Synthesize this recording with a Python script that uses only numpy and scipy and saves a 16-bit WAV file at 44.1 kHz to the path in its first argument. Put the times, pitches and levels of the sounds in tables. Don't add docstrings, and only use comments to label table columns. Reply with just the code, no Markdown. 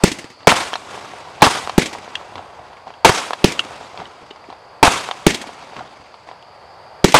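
import sys
import numpy as np
from scipy import signal
from scipy.io import wavfile

SR = 44100
rng = np.random.default_rng(int(sys.argv[2]) if len(sys.argv) > 2 else 0)


def output_pcm(signal):
    pcm = np.clip(np.atleast_2d(signal).T, -1, 1) * 32767
    wavfile.write(sys.argv[1], SR, np.round(pcm).astype(np.int16))


N = 317079
STEP = 16


def amp(db):
    return 10 ** (np.asarray(db) / 20)


def rms_one(x):
    return x / np.sqrt(np.mean(x ** 2) + 1e-20)


def bandpass(order, low_hz, high_hz, x):
    return signal.sosfilt(signal.butter(order, [low_hz, high_hz], "band", fs=SR, output="sos"), x)


def delayed(x, seconds):
    return np.pad(x, (round(seconds * SR), 0))[:N]


def at_hz(points, hz):
    pitch_hz, level_db = np.transpose(points)
    return np.interp(np.log(hz), np.log(pitch_hz), level_db)


def clicks(times, heights, rate=SR):
    out = np.full(int(N * rate / SR) + 1, 1e-18)
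    at = np.round(np.asarray(times) * rate).astype(int)
    inside = (at >= 0) & (at < len(out))
    np.add.at(out, at[inside], np.asarray(heights)[inside])
    return out


def ring(x, hz, t60):
    r, w = amp(-60 / (t60 * SR)), 2 * np.pi * hz / SR
    return signal.lfilter([1, -r * np.cos(w)], [1, -2 * r * np.cos(w), r * r], x)[:N]


def drift(rate):
    r = np.exp(-2 * np.pi * rate * STEP / SR)
    noise = rng.standard_normal(N // STEP + 4001)
    return rms_one(signal.lfilter([1], [1, -2 * r, r * r], noise)[4000:])


AIR_DB_PER_S, AIR_STEEPNESS = 6.5, 1.7


def return_power(shots, returns, colour):
    s, shot_db = np.transpose(shots)[:2]
    rate, shapes = SR / STEP, []
    for delay, db, rise, t60, tilt in returns:
        up, down = np.exp(-1 / (max(rise, 1e-4) * rate)), amp(-120 / (t60 * rate))
        begun = np.maximum(-s - delay, 0)
        power = amp(2 * (shot_db + db - 60 * begun / t60))
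        starts = clicks(s + delay + begun, power, rate)
        shapes.append(signal.lfilter([1 - up], np.convolve([1, -up], [1, -down]), starts))
    shapes = np.array(shapes)
    t = np.arange(shapes.shape[1]) / rate
    newest = np.maximum(np.searchsorted(s, t) - 1, 0)
    age = np.maximum(t - s[newest], 0)
    tilts = np.array(returns)[:, 4]

    def power_at(hz):
        level_db = at_hz(colour, hz) + tilts * np.log2(hz / 1000)
        air_db = AIR_DB_PER_S * age * (hz / 10000) ** AIR_STEEPNESS
        return amp(2 * level_db) @ shapes * amp(-2 * air_db)

    return power_at


# start_s, level_db
LIFT_SHOTS = [(0.0383, 3.5), (1.7807, 2.5), (3.4436, 2), (5.2667, 3.5), (7.0439, 4)]
# start_s, level_db,
# across_m, along_m (both from the middle of the sky)
BURST_SHOTS = [(-0.53, -5, 0.01, 0.01), (0.4715, 5.5, 0.2, 1.5), (1.4204, 5, -2.5, -0.04),
               (3.0471, 5.5, 1.55, -2.5), (4.8286, 6, 0.16, 0.57), (7.1428, 5.5, 0.01, 0.01)]
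# delay_s, level_db (over the lift), rise_s, t60_s, tilt_db_per_octave
LIFT_SCATTER = [(-.0016, -3.5, 0.00053, 0.059, 1), (0, 3, 0.00014, 0.011, 6.5),
                (0.0117, -11.5, .0005, 0.19, 0.5), (.038, -12.5, 0.0021, 0.073, 0),
                (0.0774, -15.5, 0.00081, 0.075, 2), (.148, -20.5, 0.0022, 0.059, 2),
                (0.204, -23.5, .001, 0.037, -0.5), (.263, -33, .001, 0.068, 1),
                (.02, -23, 0.0092, 0.51, 1.5)]
# delay_s, level_db (over the burst), rise_s, t60_s, tilt_db_per_octave
BURST_SCATTER = [(0, 4, 0.00066, 0.063, -1.5), (.016, -10, 0.0022, 0.23, 0), (.046, -14, .002, 0.02, -7),
                 (0.083, -25, 0.0047, 0.55, 1.5), (0.129, -22, 0.0015, 0.11, -0.5),
                 (.05, -30, 0.024, 1.08, -0.5), (.3, -36, 0.28, 2.05, -1), (.93, -34.5, 0.013, 0.31, -3.5),
                 (1.17, -50, 0.0042, 0.13, -7), (1.443, -38.5, 0.025, 0.11, -2)]
# pitch_hz, level_db (per Hz)
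LIFT_SPECTRUM = [(15, -51), (25, -16.5), (312, 0), (479, -9), (519, -9), (610, -15), (1290, -19.5),
                 (2040, -10), (2740, -14), (8030, -23.5), (15300, -52.5)]
# pitch_hz, level_db (per Hz)
BURST_SPECTRUM = [(15, -62), (25, -38), (49, -20), (81, -11.5), (245, -7.5), (312, -5.5), (519, -4.5),
                  (938, -0.5), (1190, -1), (1880, -8.5), (2340, -6), (8030, -17.5), (9960, -22),
                  (15300, -73)]
# start_s, level_db
FIZZ_STARTS = [(0, -34.5), (0.88, -30), (3.47, -29)]
# delay_s, level_db (over its start level), rise_s, t60_s, tilt_db_per_octave
FIZZ_SWELL = [(0.0015, -2.5, 0.018, 2.17, -1)]
# start_s, traffic_db, insects_db
NIGHT_LEVELS = [(0, -20, -54), (.45, -39, -52.5), (.86, -33, -68), (1.4, -23.5, -56), (2.5, -25, -64),
                (3, -27, -58.5), (4.2, -30, -60), (4.8, -25.5, -57), (6.1, -31.5, -58), (6.6, -26, -56),
                (7.19, -23.5, -56.5)]
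# pitch_hz, level_db (per Hz)
TRAFFIC_SPECTRUM = [(15, -54), (30, -27), (80, -5.5), (140, -9), (260, -18), (450, -7), (830, -0.5),
                    (1800, -15), (3500, -24), (6000, -34), (10000, -40), (15000, -60)]
LOW_BOUNCE_S, LOW_BOUNCE_GAIN = 0.0007, 0.068


def rumble_fizz_and_traffic(patchy_db, return_db):
    lift = return_power(LIFT_SHOTS, LIFT_SCATTER, LIFT_SPECTRUM)
    burst = return_power(BURST_SHOTS, BURST_SCATTER, BURST_SPECTRUM)
    fizz = return_power(FIZZ_STARTS, FIZZ_SWELL, BURST_SPECTRUM)
    grid = np.arange(N // STEP + 1) * STEP
    traffic_db = np.interp(grid / SR, *np.transpose(NIGHT_LEVELS)[:2])
    edges = 22 * 2 ** (np.arange(39) / 4)
    white = rng.standard_normal((2, N))
    flutter, out = drift(48.9), 0
    for k, (low, high) in enumerate(zip(edges, edges[1:])):
        hz = np.sqrt(low * high)
        uneven_db = patchy_db * (flutter + drift(22))
        echoes = (lift(hz) + burst(hz) + fizz(hz)) * amp(2 * (return_db + uneven_db))
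        traffic = amp(2 * (at_hz(TRAFFIC_SPECTRUM, hz) + traffic_db))
        gain = np.interp(np.arange(N), grid, np.sqrt(echoes + traffic))
        out = out + gain * bandpass(2, low, high, white[k % 2])
    return out - LOW_BOUNCE_GAIN * delayed(out, LOW_BOUNCE_S)


INSECT_HZ, INSECT_WIDTH_HZ = 4660, 650


def insects():
    low, high = INSECT_HZ - INSECT_WIDTH_HZ / 2, INSECT_HZ + INSECT_WIDTH_HZ / 2
    hiss = bandpass(3, low, high, rng.standard_normal(N))
    level_db = np.interp(np.arange(N) / SR, *np.transpose(NIGHT_LEVELS)[::2])
    return amp(level_db) * rms_one(hiss)


def blasts(shots, modes, spread_db, detune):
    luck, out = rng.standard_normal((len(shots), len(modes), 2)), 0
    for (s, shot_db, *_), row in zip(shots, luck):
        for (hz, db, t60), (louder, higher) in zip(modes, row):
            jump = clicks([s], [amp(shot_db + db + spread_db * louder)])
            out = out + ring(jump, hz * (1 + detune * higher), t60)
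    return out


# pitch_hz, level_db (over the lift), t60_s
TUBE_MODES = [(279.5, 14.5, 0.018), (209, 11.5, 0.013), (60, 5, 0.014), (900, 11, 0.0019)]
GROUND_ECHO_S, GROUND_ECHO_DB, GROUND_HZ = 0.005024, -12.5, 410


def lifts():
    direct = blasts(LIFT_SHOTS, TUBE_MODES, spread_db=0.8, detune=0.015)
    dull = signal.sosfilt(signal.butter(1, GROUND_HZ, fs=SR, output="sos"), direct)
    return direct + amp(GROUND_ECHO_DB) * delayed(dull, GROUND_ECHO_S)


def shock(hz, turns, top_hz):
    cycles = np.arange(600) / SR * hz
    wave = np.cos(2 * np.pi * cycles) * np.exp(-(cycles / turns) ** 4)
    return signal.sosfilt(signal.butter(2, np.clip(top_hz, 500, 15000), fs=SR, output="sos"), wave)


CRACK_LOW_HZ, CRACK_TOP_HZ, CRACK_T60_S = 1200, 4220, 0.023


def crack():
    grit = rng.standard_normal(600) * amp(-60 * np.arange(600) / SR / CRACK_T60_S)
    return bandpass(3, CRACK_LOW_HZ, CRACK_TOP_HZ, grit)


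# delay_s, path_per_m_across, path_per_m_along (extra m per m),
# level_db (over the burst), swing_hz, swings, crack_db (over the slap)
WALL_ECHOES = [(0.0471, 0.0072, 0.028, 0, 1026, 0.89, -32), (0.0524, 0.018, 0.072, -8, 800, 1.3, -34),
               (.233, .3, 0, -33, 900, 1.1, 1), (0.2595, .74, .32, -14, 880, 0.99, -25),
               (0.2815, 1.03, 0.2, -25, 900, 0.84, 3), (0.2831, 1.01, 0.15, -14.5, 900, 1.26, -3),
               (.6624, 0.597, 0.44, -25.5, 670, 1.26, -25), (.794, 0.17, 1.9, -31, 800, 1.5, -25),
               (.9035, 0.077, .95, -31.5, 702, 1.4, -16), (.9352, 0, 1.01, -27, 800, 1.26, 0.5),
               (0.9617, .2, 1.1, -26, 1020, 1.55, -3.5), (.977, .7, 1.3, -26, 780, 3.7, -21.5),
               (1.3129, .3, .15, -32, 920, 1.4, -5.5), (1.459, 0.18, 0.67, -29.5, 860, 1.9, -5),
               (1.484, 0, .6, -28, 805, 1.5, -10)]
# start_s, level_db, swing_hz
LONE_SLAPS = [(0.9769, -21.5, 900), (1.9509, -19, 900), (2.5942, -25, 710), (2.8704, -22.5, 800),
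              (3.811, -23.5, 693), (4.309, -29, 377), (4.487, -31, 320), (5.441, -20.5, 815)]
LONE_SWINGS, SLAP_SPREAD_DB, SOUND_M_PER_S = 1.97, 0.9, 343


def slaps():
    luck = rng.standard_normal((len(BURST_SHOTS), len(WALL_ECHOES)))
    arrivals = []
    for (s, burst_db, across, along), row in zip(BURST_SHOTS, luck):
        for (delay, a, b, db, hz, turns, crack_db), louder in zip(WALL_ECHOES, row):
            arrival = s + delay + (a * across + b * along) / SOUND_M_PER_S
            level_db = burst_db + db + SLAP_SPREAD_DB * louder
            arrivals.append((arrival, level_db, hz, turns, crack_db))
    for s, level_db, hz in LONE_SLAPS:
        arrivals.append((s, level_db, hz, LONE_SWINGS, -np.inf))
    out = np.zeros(N + SR)
    for s, level_db, hz, turns, crack_db in arrivals:
        at = round(s * SR)
        if 0 <= at < N:
            front = shock(hz, turns, top_hz=14000 * amp(0.67 * level_db))
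            out[at:at + 600] += amp(level_db) * (front + amp(crack_db) * crack())
    return out[:N]


# pitch_hz, level_db (over the burst), t60_s
SHELL_MODES = [(800, 5.2, 0.0039), (649.7, 17.1, 0.016), (854, 15, 0.022), (1124, 5.4, 0.025),
               (443, 7.7, 0.022), (284.5, 4.8, 0.024), (152, 1.7, 0.034)]


def bursts():
    return blasts(BURST_SHOTS, SHELL_MODES, spread_db=3.0, detune=0.04)


def patter(per_s, level_db, t60):
    s, burst_db = np.transpose(BURST_SHOTS)[:2]
    fading = signal.lfilter([1], [1, -amp(-60 / (t60 * SR))], clicks(s, amp(burst_db)))[:N]
    strength = amp(4.1 * np.minimum(rng.exponential(1, N), 2))
    hits = (rng.random(N) < per_s / SR) * strength * fading
    dealt = rng.integers(0, 4, N)
    out = 0
    for k, hz in enumerate([646, 755, 880, 1050]):
        out = out + signal.fftconvolve(hits * (dealt == k), shock(hz, turns=1.8, top_hz=1600))[:N]
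    return amp(level_db) * out


# start_s, level_db (peak before scatter),
# rattle_s, pitch_factor
CLINK_HITS = [(0.7366, -9.5, 0.0044, 1.08), (2.153, -10, 0.0045, 0.97), (2.768, -32, 0.0048, 0.62),
              (2.9378, -32.5, 0.0028, 0.95), (3.5914, -1.5, 0.005, 0.943), (4.053, -27, 0.0062, 1.03),
              (4.304, -26.5, 0.013, 1.03), (4.4383, -35, 0.0088, .65), (6.4247, -32.5, 0.003, 0.97)]
# pitch_hz (before the pitch factor), level_db, t60_s
CASING_MODES = [(1595, -5, 0.0062), (1940, -8.5, 0.0063), (2870, -30, 0.12), (2974, 1.5, 0.0083),
                (3390, -8, 0.017), (5270, -41, 0.00227)]


def clinks():
    out, t = np.zeros(N), np.arange(8000) / SR
    grits = rng.standard_normal((len(CLINK_HITS), len(t)))
    for (s, peak_db, rattle, pitch), grit in zip(CLINK_HITS, grits):
        taps = grit * np.sin(np.pi * np.clip(t / rattle, 0, 1))
        ringing = sum(amp(db) * ring(taps, hz * pitch, t60) for hz, db, t60 in CASING_MODES)
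        hit = bandpass(2, 1000, 5000, ringing)
        at = round(s * SR)
        out[at:at + len(t)] += amp(peak_db) * hit / np.abs(hit).max()
    return out


SMEAR_DB, SMEAR_T60_S = -9.5, 0.036


def smeared(x):
    t = np.arange(SR // 5) / SR
    scatter = rng.standard_normal(len(t)) * amp(-60 * t / SMEAR_T60_S) * (t > 0.002)
    return x + amp(SMEAR_DB) * signal.fftconvolve(x, scatter / np.linalg.norm(scatter))[:N]


def scene():
    bangs = lifts() + bursts()
    far = rumble_fizz_and_traffic(patchy_db=1.29, return_db=10.5)
    far = far + patter(per_s=110, level_db=-43.5, t60=6.8)
    scattered = smeared(slaps() + clinks())
    return (bangs + far + scattered + insects())[None]


MIC_STOP_HZ, CUTOFF_HZ = 15800, 16400


def record(dry):
    mic = signal.sosfilt(signal.cheby2(8, 30, MIC_STOP_HZ, fs=SR, output="sos"), dry)
    overloaded = np.clip(mic, -0.99, 0.99)
    return signal.sosfilt(signal.cheby2(14, 85, CUTOFF_HZ, fs=SR, output="sos"), overloaded)


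dry = scene()
out = record(dry)
output_pcm(out)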